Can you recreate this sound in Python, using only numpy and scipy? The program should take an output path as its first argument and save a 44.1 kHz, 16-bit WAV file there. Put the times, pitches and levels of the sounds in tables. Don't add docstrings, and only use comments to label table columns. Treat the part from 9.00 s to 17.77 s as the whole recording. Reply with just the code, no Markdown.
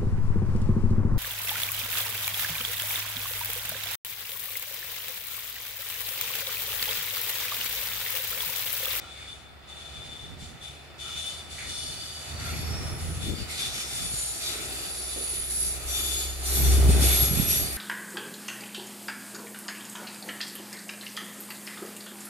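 import sys
import numpy as np
from scipy import signal
from scipy.fft import rfft, irfft, next_fast_len
from scipy.io import wavfile
from scipy.ndimage import uniform_filter1d, map_coordinates

SR = 44100
rng = np.random.default_rng(int(sys.argv[2]) if len(sys.argv) > 2 else 0)


def unload_wav(signal):
    wavfile.write(
        sys.argv[1],
        SR,
        np.round(np.clip(np.atleast_2d(signal).T, -1, 1) * 32767).astype(np.int16),
    )


N = 386757
CLOSEST_M = 15


def amp(db):
    return 10 ** (np.asarray(db) / 20)


def unit(x):
    return x / np.sqrt(np.mean(x ** 2) + 1e-20)


def along(points, hz):
    f, v = np.transpose(points)
    return np.interp(np.log(hz + 1), np.log(f + 1), v)


def curves(rows):
    s, *cols = np.transpose(rows)
    return [np.interp(np.arange(N) / SR, s, c) for c in cols]


def during(rows):
    start, end = rows[0][0], rows[-1][0]
    return np.interp(np.arange(N) / SR, [start - .06, start, end, end + .06], [0, 1, 1, 0])


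def held(rows, attack_s, release_db_per_s):
    t = np.arange(0, N / SR, .002)
    start, end, *levels_db = np.transpose(rows)[:, :, None]
    rise = np.clip((t - start) / attack_s, 0, 1)
    gate = rise * amp(-release_db_per_s * np.maximum(t - end, 0))
    gains = [np.linalg.norm(gate * amp(db), axis=0) for db in levels_db]
    return curves(np.column_stack([t] + gains))


def wobble(rate, size=N):
    knots = rng.standard_normal(int(size * rate / SR) + 4)
    return map_coordinates(knots, [np.arange(size) * rate / SR])


def filtered(x, response):
    m = next_fast_len(N + 8192)
    return irfft(rfft(x, m) * response(np.fft.rfftfreq(m, 1 / SR)), m)[..., :N]


def noise(response, alike):
    share = np.clip(alike, 0, 1)
    white = rng.standard_normal((3, N))
    stereo = np.sqrt(share) * white[2] + np.sqrt(1 - share) * white[:2]
    return unit(filtered(stereo, response))


def rush(spectrum, alike):
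    return noise(lambda hz: amp(along(spectrum, hz)) * (hz > spectrum[0][0] / 2), alike)


def ringing(modes, alike):
    def response(f):
        power = sum(amp(db) ** 2 / (1 + ((f - centre) / width * 2) ** 2) ** 1.87
                    for centre, width, db in modes)
        return np.sqrt(power)
    return noise(response, alike)


def patchy(x, depth_db):
    z = signal.stft(x, nperseg=1024)[2]
    field = uniform_filter1d(rng.standard_normal(z.shape[1:]), size=7, axis=0)
    field = uniform_filter1d(field, size=16, axis=1)
    return unit(signal.istft(z * amp(depth_db * unit(field)), nperseg=1024)[1][:, :N])


def crowded(x):
    def ripple(hz):
        return map_coordinates(rng.standard_normal(SR // 20), [hz / 20])
    return filtered(x, lambda hz: amp(1.4 * ripple(hz)))


def phase(hz):
    return 2 * np.pi * np.cumsum(hz) / SR


def pan(left_db):
    return amp([[left_db / 2], [-left_db / 2]])


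def distance():
    speed_m_per_s, closest_s = 12, 8.3
    return np.hypot(CLOSEST_M, speed_m_per_s * (np.arange(N) / SR - closest_s))


def flanges():
    # (start [s], end [s], hiss [dB], wheel ring [dB], grinding [dB])
    bout_rows = [(-0.02, 0.24, -56.5, -48, -53.5), (0.25, 0.32, -56, -43.5, -58),
                 (0.665, 1.08, -56, -47.5, -54.5), (1.08, 1.26, -57, -47, -58),
                 (1.37, 1.45, -52.5, -52, -54), (1.6, 1.68, -52.5, -41.5, -57),
                 (1.975, 2.13, -48, -40.5, -50.5), (2.14, 2.335, -45.8, -38.5, -53),
                 (2.482, 2.66, -46.5, -47, -53), (2.66, 2.94, -45.5, -42.5, -54),
                 (2.97, 3.19, -47.5, -45, -55), (3.18, 3.35, -48.5, -51, -53), (3.37, 3.6, -46, -47, -50),
                 (3.64, 3.9, -51.5, -56, -50), (3.96, 4.17, -49, -58, -54), (4.19, 4.28, -45, -39.5, -49),
                 (4.34, 4.42, -50, -58, -47), (4.47, 4.66, -42, -46, -42.5), (4.56, 4.66, -43, -35.5, -48),
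                 (4.71, 4.8, -40.5, -40, -42.5), (4.82, 4.9, -46, -50, -58), (4.89, 5.06, -40.8, -41, -49),
                 (5.1, 5.38, -40.8, -56, -60), (5.39, 5.53, -39.5, -41, -47), (5.58, 5.88, -44.5, -49, -49),
                 (5.92, 6.4, -45, -54, -52), (6.06, 6.13, -52, -47, -54), (6.31, 6.37, -46, -48, -51),
                 (6.47, 6.68, -40, -54, -54), (6.85, 7.21, -40, -42, -48), (6.91, 7.08, -50, -34.5, -54),
                 (7.1, 7.25, -48, -41, -56), (7.425, 7.74, -36.8, -45, -45), (7.55, 7.8, -46, -44, -44.5),
                 (7.86, 7.98, -39, -41.5, -40.5), (7.99, 8.11, -32.4, -34.5, -37),
                 (8.12, 8.25, -34, -38.5, -43), (8.3, 8.44, -38, -39.5, -44),
                 (8.46, 8.57, -35.3, -42, -42.5)]
    # (level at the closest point [dB], loss with extra distance [dB per m])
    rubbing = [(-46.5, 0.34), (-51.5, 0.1), (-48, 0.16)]
    # (frequency [Hz], width [Hz], level [dB])
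    low_modes = [(1358, 79, -24), (2397, 140, -19), (2985, 70, -11.7), (3470, 140, -5.5), (3553, 46, 0),
                 (3790, 220, -19)]
    # (frequency [Hz], width [Hz], level [dB])
    high_modes = [(4500, 180, -3.5), (4690, 100, -3), (5481, 80, -4), (5890, 50, -5.5), (6520, 120, -11),
                  (7060, 45, 1), (7170, 55, -1), (8880, 24, 1), (8975, 18, 1), (9680, 90, -7),
                  (10140, 26, 3), (10240, 24, 2), (11420, 40, -11), (11680, 55, -11)]
    # (frequency [Hz], width [Hz], level [dB])
    top_modes = [(9350, 50, -2), (9700, 90, -3), (10120, 60, 0), (10500, 50, -5), (11330, 50, -5),
                 (11600, 45, -1.5), (12500, 80, -5), (13450, 50, -6)]
    # (frequency [Hz], relative level [dB])
    grind_colour = [(800, -40), (1050, -16), (1350, -7), (1700, -9), (1950, -2.5), (2450, 2.3),
                    (2750, -0.5), (3020, 1), (3250, -6), (3650, -1.5), (4200, -1.5), (5200, -5),
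                    (7000, -39)]
    # (frequency [Hz], relative level [dB])
    hiss_colour = [(2500, -11), (4000, -1), (5200, -3.5), (7000, 2), (8000, -2), (8800, 0), (10000, -5.5),
                   (11000, -10.5), (12500, -26), (15000, -50)]
    # (frequency [Hz], relative level [dB])
    sizzle_colour = [(7500, -5), (9500, 8), (11600, 5.8), (12500, 0), (13400, -1.5), (13900, -19),
                     (15600, -26)]
    mode_drift_db = 1.7
    attack_s, release_db_per_s = 0.04, 85
    ring_release_db_per_s = 130
    far_body_per_m, far_dull_hz = 0.005, 5200

    farther_m = distance() - CLOSEST_M
    bouts = held(bout_rows, attack_s, release_db_per_s)
    bouts[1] = held(bout_rows, attack_s, ring_release_db_per_s)[1]
    hissing, rung, grinding = [np.hypot(bout, amp(db - loss * farther_m))
                               for bout, (db, loss) in zip(bouts, rubbing)]
    treble_db = -2.5 - 0.22 * farther_m
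    chatter = amp(0.69 * wobble(30) + 0.39 * wobble(130))

    ring = rung * amp(-1.1 + 0.7 * wobble(18)) * ringing(low_modes, alike=0.53) * pan(6.6)
    overtones = amp(-1.5) * patchy(ringing(high_modes, alike=0.51), mode_drift_db)
    highest = amp(1.25 * treble_db) * patchy(ringing(top_modes, alike=0.46), mode_drift_db)
    grind = amp(1.3) * grinding * crowded(patchy(rush(grind_colour, alike=0.14), depth_db=1.9))
    hiss = amp(2.0) * patchy(rush(hiss_colour, alike=0.076), depth_db=2.0)
    dull_hiss = filtered(hiss, lambda hz: 1 / (1 + (hz / far_dull_hz) ** 10))
    hiss = hiss + far_body_per_m * farther_m * dull_hiss
    sizzle = amp(treble_db + 7) * patchy(rush(sizzle_colour, alike=0.077), depth_db=2.0)
    bright = overtones + highest + crowded(hiss + sizzle)
    return chatter * (ring + grind + hissing * bright)


def scrapes():
    # (start [s], end [s], level [dB], centre [Hz], width [Hz])
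    scrape_rows = [(2.578, 2.63, -40.5, 2120, 750), (3.39, 3.48, -47, 2100, 800),
                   (3.49, 3.57, -44.5, 2400, 650), (3.6, 3.68, -52, 2500, 700),
                   (4.58, 4.68, -44, 3780, 450), (4.74, 4.81, -46, 2400, 700), (5.41, 5.5, -42, 4500, 600),
                   (5.4, 5.62, -45.5, 2400, 650), (8.03, 8.11, -37, 2450, 700), (8.2, 8.5, -47, 2450, 700)]
    attack_s, release_db_per_s = .012, 150
    grit = unit(amp(2.5 * wobble(140)))
    out = 0
    for start, end, db, hz, width_hz in scrape_rows:
        level, = held([(start, end, db)], attack_s, release_db_per_s)
        out = out + level * ringing([(hz, width_hz, 0)], alike=.4)
    return grit * out


def long_squeal(start, end, swell_s, hz, db, rasp_db):
    swell_depth_db, waver_db, rasp_hz = 11, 1.8, 185
    age = np.arange(N) / SR - start
    level, = held([(start, end, db)], attack_s=0.03, release_db_per_s=190)
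    swell_db = swell_depth_db * (np.clip(age / swell_s, 0, 1) - 1) + waver_db * wobble(16)
    carrier = np.exp(1j * phase(hz + 12 * wobble(90) + 6 * wobble(12)))
    tone = amp(3) * unit(amp(1.8 * wobble(35)))
    skirt = filtered(rng.standard_normal((2, 2, N)), lambda f: 1 / (1 + (f / rasp_hz) ** 2) ** 1.2)
    rasp = amp(rasp_db) * unit(skirt + 0.28 * skirt[:, ::-1])
    sag = np.exp(-1j * phase(np.full(N, 70)))
    return level * amp(swell_db) * np.real(carrier * (tone + sag * (rasp[0] + 1j * rasp[1])))


def long_squeals():
    # (start [s], end [s], swell time [s], pitch [Hz], level before swell and waver [dB], rasp [dB])
    long_rows = [(5.62, 5.72, 0.08, 10235, -42, 0.5), (5.79, 6.46, 0.64, 10236, -35, 0.5),
                 (6.47, 6.7, 0.04, 10216, -32.5, 1), (7.98, 8.12, 0.08, 11510, -35, -1),
                 (8.09, 8.23, 0.09, 11562, -25, -2.5), (8.25, 8.44, 0.05, 11545, -33.5, -0.5),
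                 (8.42, 8.59, 0.06, 11514, -30, -3)]
    return sum(long_squeal(*row) for row in long_rows)


def short_squeals():
    # (start [s], length [s], pitch [Hz], level before the 3.5 dB boost below [dB], width [Hz])
    short_rows = [(0, 0.12, 1360, -54, 70), (.12, .2, 2280, -54, 400), (1.96, 0.4, 2985, -55, 60),
                  (2.6, .57, 8975, -48.5, 14), (2.55, 0.5, 8884, -51, 18), (2.72, .26, 10230, -50, 30),
                  (2.0, .16, 1360, -55, 90), (2.1, .35, 8900, -52, 60), (2.78, 0.54, 4657, -48.5, 30),
                  (2.55, .55, 5440, -53, 70), (3.2, .6, 4510, -49, 90), (3.6, .35, 5530, -50, 25),
                  (2.5, 0.62, 4480, -48.5, 190), (3.27, 0.32, 5920, -54, 40), (4.5, .6, 5500, -47.5, 550),
                  (5.6, .55, 4680, -50, 150), (4.35, .1, 2950, -51, 120), (3.363, 0.2, 1380, -49, 55),
                  (3.35, 0.44, 11400, -52, 90), (3.395, .7, 5400, -48.5, 240),
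                  (3.701, 0.7, 10120, -50, 240), (4.331, .15, 4700, -46.5, 220),
                  (4.471, 0.31, 3900, -46, 500), (4.7, .8, 8884, -45.5, 25), (4.8, 0.7, 10140, -42.5, 25),
                  (5.1, 0.22, 8920, -43, 45), (5.05, 0.4, 10255, -45, 25), (4.85, .6, 9640, -48, 110),
                  (5.1, .28, 7060, -45.5, 35), (5.38, .18, 5860, -46, 120), (5.85, 1.05, 9700, -45.5, 200),
                  (6.88, .36, 12510, -48, 50), (5.369, 0.23, 3850, -42, 300), (5.603, 0.8, 9980, -41, 50),
                  (6.75, 0.48, 10175, -39, 70), (6.88, .42, 4650, -48, 70), (6.85, .36, 13440, -50, 70),
                  (6.85, 0.57, 6970, -43.5, 40), (7.52, .16, 11644, -32, 80), (7.425, 0.27, 13437, -50, 40),
                  (7.4, 0.55, 8600, -42.5, 110), (7.42, 0.36, 12300, -39.5, 600),
                  (8.0, .2, 10000, -37, 300), (7.85, 1.1, 9377, -50, 121), (8.44, .22, 5850, -45, 120),
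                  (7.87, .09, 8760, -41, 50), (8.54, .22, 4580, -46, 110), (8.65, .25, 11620, -42, 40),
                  (8.6, .25, 9300, -43, 150)]
    out = np.zeros((2, N + 2 * SR))
    for start, length, hz, db, width_hz in short_rows:
        n = int(length * SR)
        offset = (np.fft.rfftfreq(n, 1 / SR) - hz) / width_hz
        white = rng.standard_normal(n) + 0.81 * rng.standard_normal((2, n))
        peak = (1 + (2 * offset) ** 2) ** -.55 / (1 + (offset / 10) ** 2)
        tone = unit(irfft(rfft(white) * peak, n))
        swell = np.sin(np.linspace(0, np.pi, n)) ** 1.35
        out[:, round(start * SR):][:, :n] += amp(db) * tone * swell
    return amp(3.5) * out[:, :N]


def wheel_notes():
    # (start [s], end [s], pitch [Hz], level [dB])
    note_rows = [(.69, 1.26, 3548, -51.5), (1.975, 2.28, 3020, -55), (2.0, 2.33, 3553, -43),
                 (2.5, 3.3, 2975, -58.5), (2.66, 2.92, 3554, -47), (4.93, 5.02, 10135, -43),
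                 (5.15, 5.3, 10135, -42), (5.15, 5.29, 8884, -44), (5.4, 5.54, 3580, -44),
                 (5.4, 5.5, 4655, -45), (6.395, 6.42, 10228, -31), (6.865, 6.98, 5884, -40.5),
                 (7.01, 7.22, 6966, -46), (6.87, 7.2, 11596, -46), (7.37, 7.48, 9329, -44),
                 (7.435, 7.48, 5884, -42), (7.53, 7.6, 5884, -45), (7.62, 7.68, 5880, -38),
                 (7.425, 7.7, 11644, -39), (8.45, 8.54, 5820, -37.5)]
    attack_s, release_db_per_s, waver_db, wander_hz = .04, 150, 2.2, 9
    rasp_rad, rasp_per_s = .38, 170
    out = np.zeros((2, N + 2 * SR))
    for start, end, hz, db in note_rows:
        n = int((end - start + .5) * SR)
        age = np.arange(n) / SR
        fade_db = release_db_per_s * np.maximum(start + age - end, 0)
        gate = np.clip(age / attack_s, 0, 1) * amp(db - fade_db)
        own_flicker = np.array([wobble(45, n), wobble(45, n)]) / 2
        grip = unit(amp(waver_db * (wobble(25, n) + own_flicker)))
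        rasp = rasp_rad * np.array([wobble(rasp_per_s, n), wobble(rasp_per_s, n)])
        turn = phase(hz + wander_hz * wobble(60, n)) + rasp
        out[:, round(start * SR):][:, :n] += np.sqrt(2) * gate * grip * np.sin(turn)
    return out[:, :N]


def arriving(pair):
    # (time [s], lag of the left port [samples])
    bearing = [(0, 2), (1, 1.9), (2.2, 1.23), (3, 2.33), (4, 3.2), (4.6, 8.2), (5.3, 5.7), (6.2, 8.1),
               (7, 6.55), (7.5, 13.6), (8.77, 16.06)]
    left_times = np.arange(N) - curves(bearing)[0]
    return np.array([map_coordinates(pair[0], [left_times], order=5), pair[1]])


def exhaust(turn):
    # (multiple of the firing rate, relative level from afar [dB], close by [dB])
    orders = [(1, 2.5, 3), (2, -11, -20), (3, -15.5, -34), (5, -25.5, -25.5), (6, -21.5, -22)]
    # (frequency [Hz], relative level [dB])
    rumble_colour = [(25, -28), (45, -6.5), (70, 1), (100, -1.5), (150, -10.5), (400, -43.5)]
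    # (time [s], level [dB])
    exhaust_level = [(0, -55), (0.3, -52.5), (0.6, -56), (1.9, -54.5), (2.3, -50.5), (3.28, -51.5),
                     (3.32, -41), (3.87, -35.5), (4.45, -44.5), (5.0, -51.5), (6.15, -48.5), (6.72, -41.5),
                     (7.42, -38.5), (7.68, -20.5), (7.88, -18), (8.2, -30), (8.55, -44), (8.77, -41)]
    near = np.interp(np.arange(N) / SR, [5.5, 7.4], [0, 1])
    tone = 0
    for k, far_db, near_db in orders:
        order_db = far_db + near * (near_db - far_db) + (2.5 - 1.4 * near) * wobble(22)
        start_rad = rng.uniform(0, 2 * np.pi) + np.array([[0], [.72]])
        tone = tone + amp(order_db) * np.sin(k * turn + start_rad)
    rumble = amp(-3.5 - 8.4 * near) * rush(rumble_colour, alike=0.46)
    surge_db = 2.3 * (1 - near) * wobble(16)
    return amp(curves(exhaust_level)[0] + surge_db) * (amp(1.6 * near) * tone + rumble)


def hum(rows, rough_db):
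    hz, db = curves(rows)
    return np.sqrt(2) * during(rows) * amp(db + rough_db * wobble(24)) * np.sin(phase(hz))


def engines():
    # (time [s], firing rate [Hz])
    revs = [(0, 67.2), (1, 70.8), (2, 74.04), (3, 77.26), (3.6, 78.76), (4.35, 82.2), (4.6, 74.45),
            (4.95, 62.66), (5.6, 60.1), (6, 62.14), (6.6, 64), (7.3, 65.5), (7.7, 66.23), (8.77, 66.5)]
    # (time [s], pitch [Hz], level [dB])
    trailing = [(.7, 137.2, -65), (1.1, 143, -60.5), (2, 137.6, -63), (3, 137.8, -62.5), (3.6, 143, -51),
                (3.95, 144, -52)]
    # (time [s], pitch [Hz], level [dB])
    drone = [(5.7, 39.8, -64), (6.2, 37.1, -61), (6.6, 36.2, -54), (7.5, 34.36, -49), (7.7, 34, -52)]
    # (time [s], level [dB])
    growl_level = [(0, -61), (0.6, -65), (1.1, -60), (3.1, -60), (3.5, -50.5), (3.9, -52), (4.2, -56),
                   (5.3, -55), (5.62, -47), (6.5, -52.5), (7.1, -47.5), (7.35, -51), (7.65, -39),
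                   (8.0, -34.5), (8.3, -41.5), (8.77, -47)]
    # (frequency [Hz], relative level [dB])
    casing_colour = [(120, -16), (215, -13), (320, 0), (395, 3.3), (520, -11.5), (680, -5.5), (820, -12),
                     (1000, -32), (1500, -34)]
    turn = phase(curves(revs)[0])
    throb = 1 + .65 * np.sin(turn)
    growl = amp(curves(growl_level)[0]) * unit(throb * rush(casing_colour, alike=0.82))
    return exhaust(turn) + hum(trailing, rough_db=1.5) + hum(drone, rough_db=4.0) + growl


def rolling():
    # (time [s], level [dB])
    roar_level = [(0, -53), (0.62, -57), (0.76, -53.5), (1.9, -55), (2.1, -52), (3.1, -53), (3.45, -46.5),
                  (3.9, -46), (4.3, -51), (4.8, -49), (5.3, -52), (5.55, -47), (6.1, -52), (6.65, -53),
                  (6.98, -48.5), (7.35, -51), (7.62, -43), (8.08, -40.5), (8.3, -45.5), (8.77, -48)]
    # (frequency [Hz], relative level [dB])
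    roar_colour = [(40, -17), (140, -2.5), (215, -4.5), (300, -5.5), (480, -5), (640, 0), (800, -0.5),
                   (1020, -8), (1200, -4), (1350, -1), (1620, -8), (1850, -5), (2300, -7.5), (5000, -30)]
    # (time [s], level before the gain of 1.33 [dB], centre [Hz], width [Hz], 60 dB decay [s])
    knocks = [(5.135, -36, 300, 260, 0.05), (6.159, -38.5, 420, 260, 0.47)]
    roar = patchy(rush(roar_colour, alike=0.28), depth_db=0.58)
    out = amp(curves(roar_level)[0] + 3) * roar * pan(-1.9)
    for s, db, hz, width_hz, t60 in knocks:
        age = np.maximum(np.arange(N) / SR - s, 0)
        envelope = amp(db - 60 * age / t60) * (1 - np.exp(-age / 0.0052))
        out = out + envelope * ringing([(hz, width_hz, 0)], alike=0.29) * 1.33
    return out


def wind():
    # (start [s], end [s], buffet before the 1.34 dB boost [dB], flutter [dB], left over right [dB])
    gusts = [(0.9, 1.2, -54, -62, -2), (1.19, 1.56, -49, -68, -5), (2.58, 2.95, -50.5, -62, -1),
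             (3.27, 3.46, -44.5, -62, -1), (3.46, 3.96, -39.5, -59, 0), (4.0, 4.2, -40, -60, -2),
             (4.2, 4.34, -37, -45, 9), (4.35, 4.41, -38, -50, 8), (4.5, 4.8, -49, -60, -1),
             (4.9, 5.1, -44.5, -64, -8), (5.3, 5.85, -53, -59, -1), (6.3, 6.75, -51, -62, -1),
             (6.93, 7.01, -49, -60, -1), (7.54, 7.82, -34, -54, 4), (7.83, 7.93, -29, -44, -5),
             (7.94, 8.05, -29, -45, 5), (8.1, 8.28, -35, -47, 0), (8.28, 8.42, -33.5, -46, -9),
             (8.42, 8.52, -35.5, -52, -6), (8.52, 8.63, -36, -48, -4), (8.65, 8.77, -44, -55, -1)]
    # (frequency [Hz], relative level [dB])
    buffet_colour = [(20, -28), (40, -2), (65, 1), (110, 1), (150, -2.5), (210, -8), (270, -9), (450, -20),
                     (1200, -62)]
    # (frequency [Hz], relative level [dB])
    flutter_colour = [(120, -12), (250, 0), (400, 0), (600, -9), (1200, -35)]
    breeze_db = -58

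    def port(side):
        rows = [(start, end, buffet_db + side * left_db / 2, flutter_db + side * left_db / 2)
                for start, end, buffet_db, flutter_db, left_db in gusts]
        return held(rows, attack_s=0.06, release_db_per_s=170)

    buffet, flutter = np.stack([port(1), port(-1)], axis=1)
    lumps = amp(1.5 * wobble(28) + 1.6 * np.array([wobble(35), wobble(35)]))
    thudding = np.hypot(buffet, amp(breeze_db)) * unit(lumps * rush(buffet_colour, alike=0.26))
    return amp(1.34) * thudding + flutter * unit(lumps * rush(flutter_colour, alike=0.5))


def thumps():
    # (time [s], rough peak [dB], centre [Hz], left over right [dB])
    eddies = [(1.241, -38, 130, -4), (1.322, -39, 185, -4), (1.425, -35.5, 150, -5), (1.495, -40, 175, -4),
              (1.701, -39, 120, -2), (3.595, -32, 130, 0), (3.751, -27, 115, 0), (3.859, -27, 120, 0),
              (3.93, -31, 140, 0), (4.174, -30, 120, 0), (4.244, -29, 175, 9), (4.268, -31, 280, 9),
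              (4.285, -28.5, 175, 9), (4.322, -28, 165, 9), (4.339, -25, 290, 9), (4.387, -28, 200, 8),
              (4.413, -28, 100, 8), (5.141, -32, 130, -7), (7.893, -12, 130, -5), (7.899, -20, 340, -5),
              (7.969, -19, 150, 3), (8.025, -21, 200, 4), (8.041, -23, 340, 3), (8.063, -21, 300, 4),
              (8.235, -22, 90, 0), (8.315, -19.5, 135, -9), (8.337, -20.5, 140, -9),
              (8.375, -21.5, 150, -9), (8.4, -16.5, 185, -9), (8.43, -26, 150, -8), (8.484, -25, 200, -6)]
    half_cycles, port_rad = .55, .6
    out = np.zeros((2, N + SR))
    t = np.arange(-(SR // 25), SR // 25) / SR
    for s, db, hz, left_db in eddies:
        turn = rng.uniform(0, 2 * np.pi) + port_rad * rng.standard_normal((2, 1))
        push = np.exp(-(t * hz / half_cycles) ** 2) * np.cos(2 * np.pi * hz * t + turn)
        out[:, round((s + t[0]) * SR):][:, :len(t)] += amp(db) * pan(left_db) * push
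    return out[:, :N]


def buildings(x):
    # (frequency [Hz], 60 dB decay [s])
    walls = [(200, 0.12), (3000, 0.88), (12000, 0.13)]
    hz, t, z = signal.stft(rng.standard_normal((2, SR // 2)), SR, nperseg=256)
    decay = amp(-60 * t / along(walls, hz)[:, None])
    tail = signal.istft(z * decay, SR, nperseg=256)[1]
    return signal.fftconvolve(x[None], tail / np.linalg.norm(tail[0]), axes=1)[:, :N]


def scene():
    squeal = short_squeals() + wheel_notes() + long_squeals()
    echo = amp(-8) * buildings(squeal.mean(axis=0))
    wheels = arriving(flanges() + scrapes() + squeal)
    return wheels + echo + engines() + crowded(rolling()) + wind() + thumps()


def record(dry):
    top_hz = 15700
    return filtered(dry, lambda hz: (hz < top_hz) * (1 - np.exp(-(hz / 28) ** 4)))


dry = scene()
out = record(dry)
unload_wav(out)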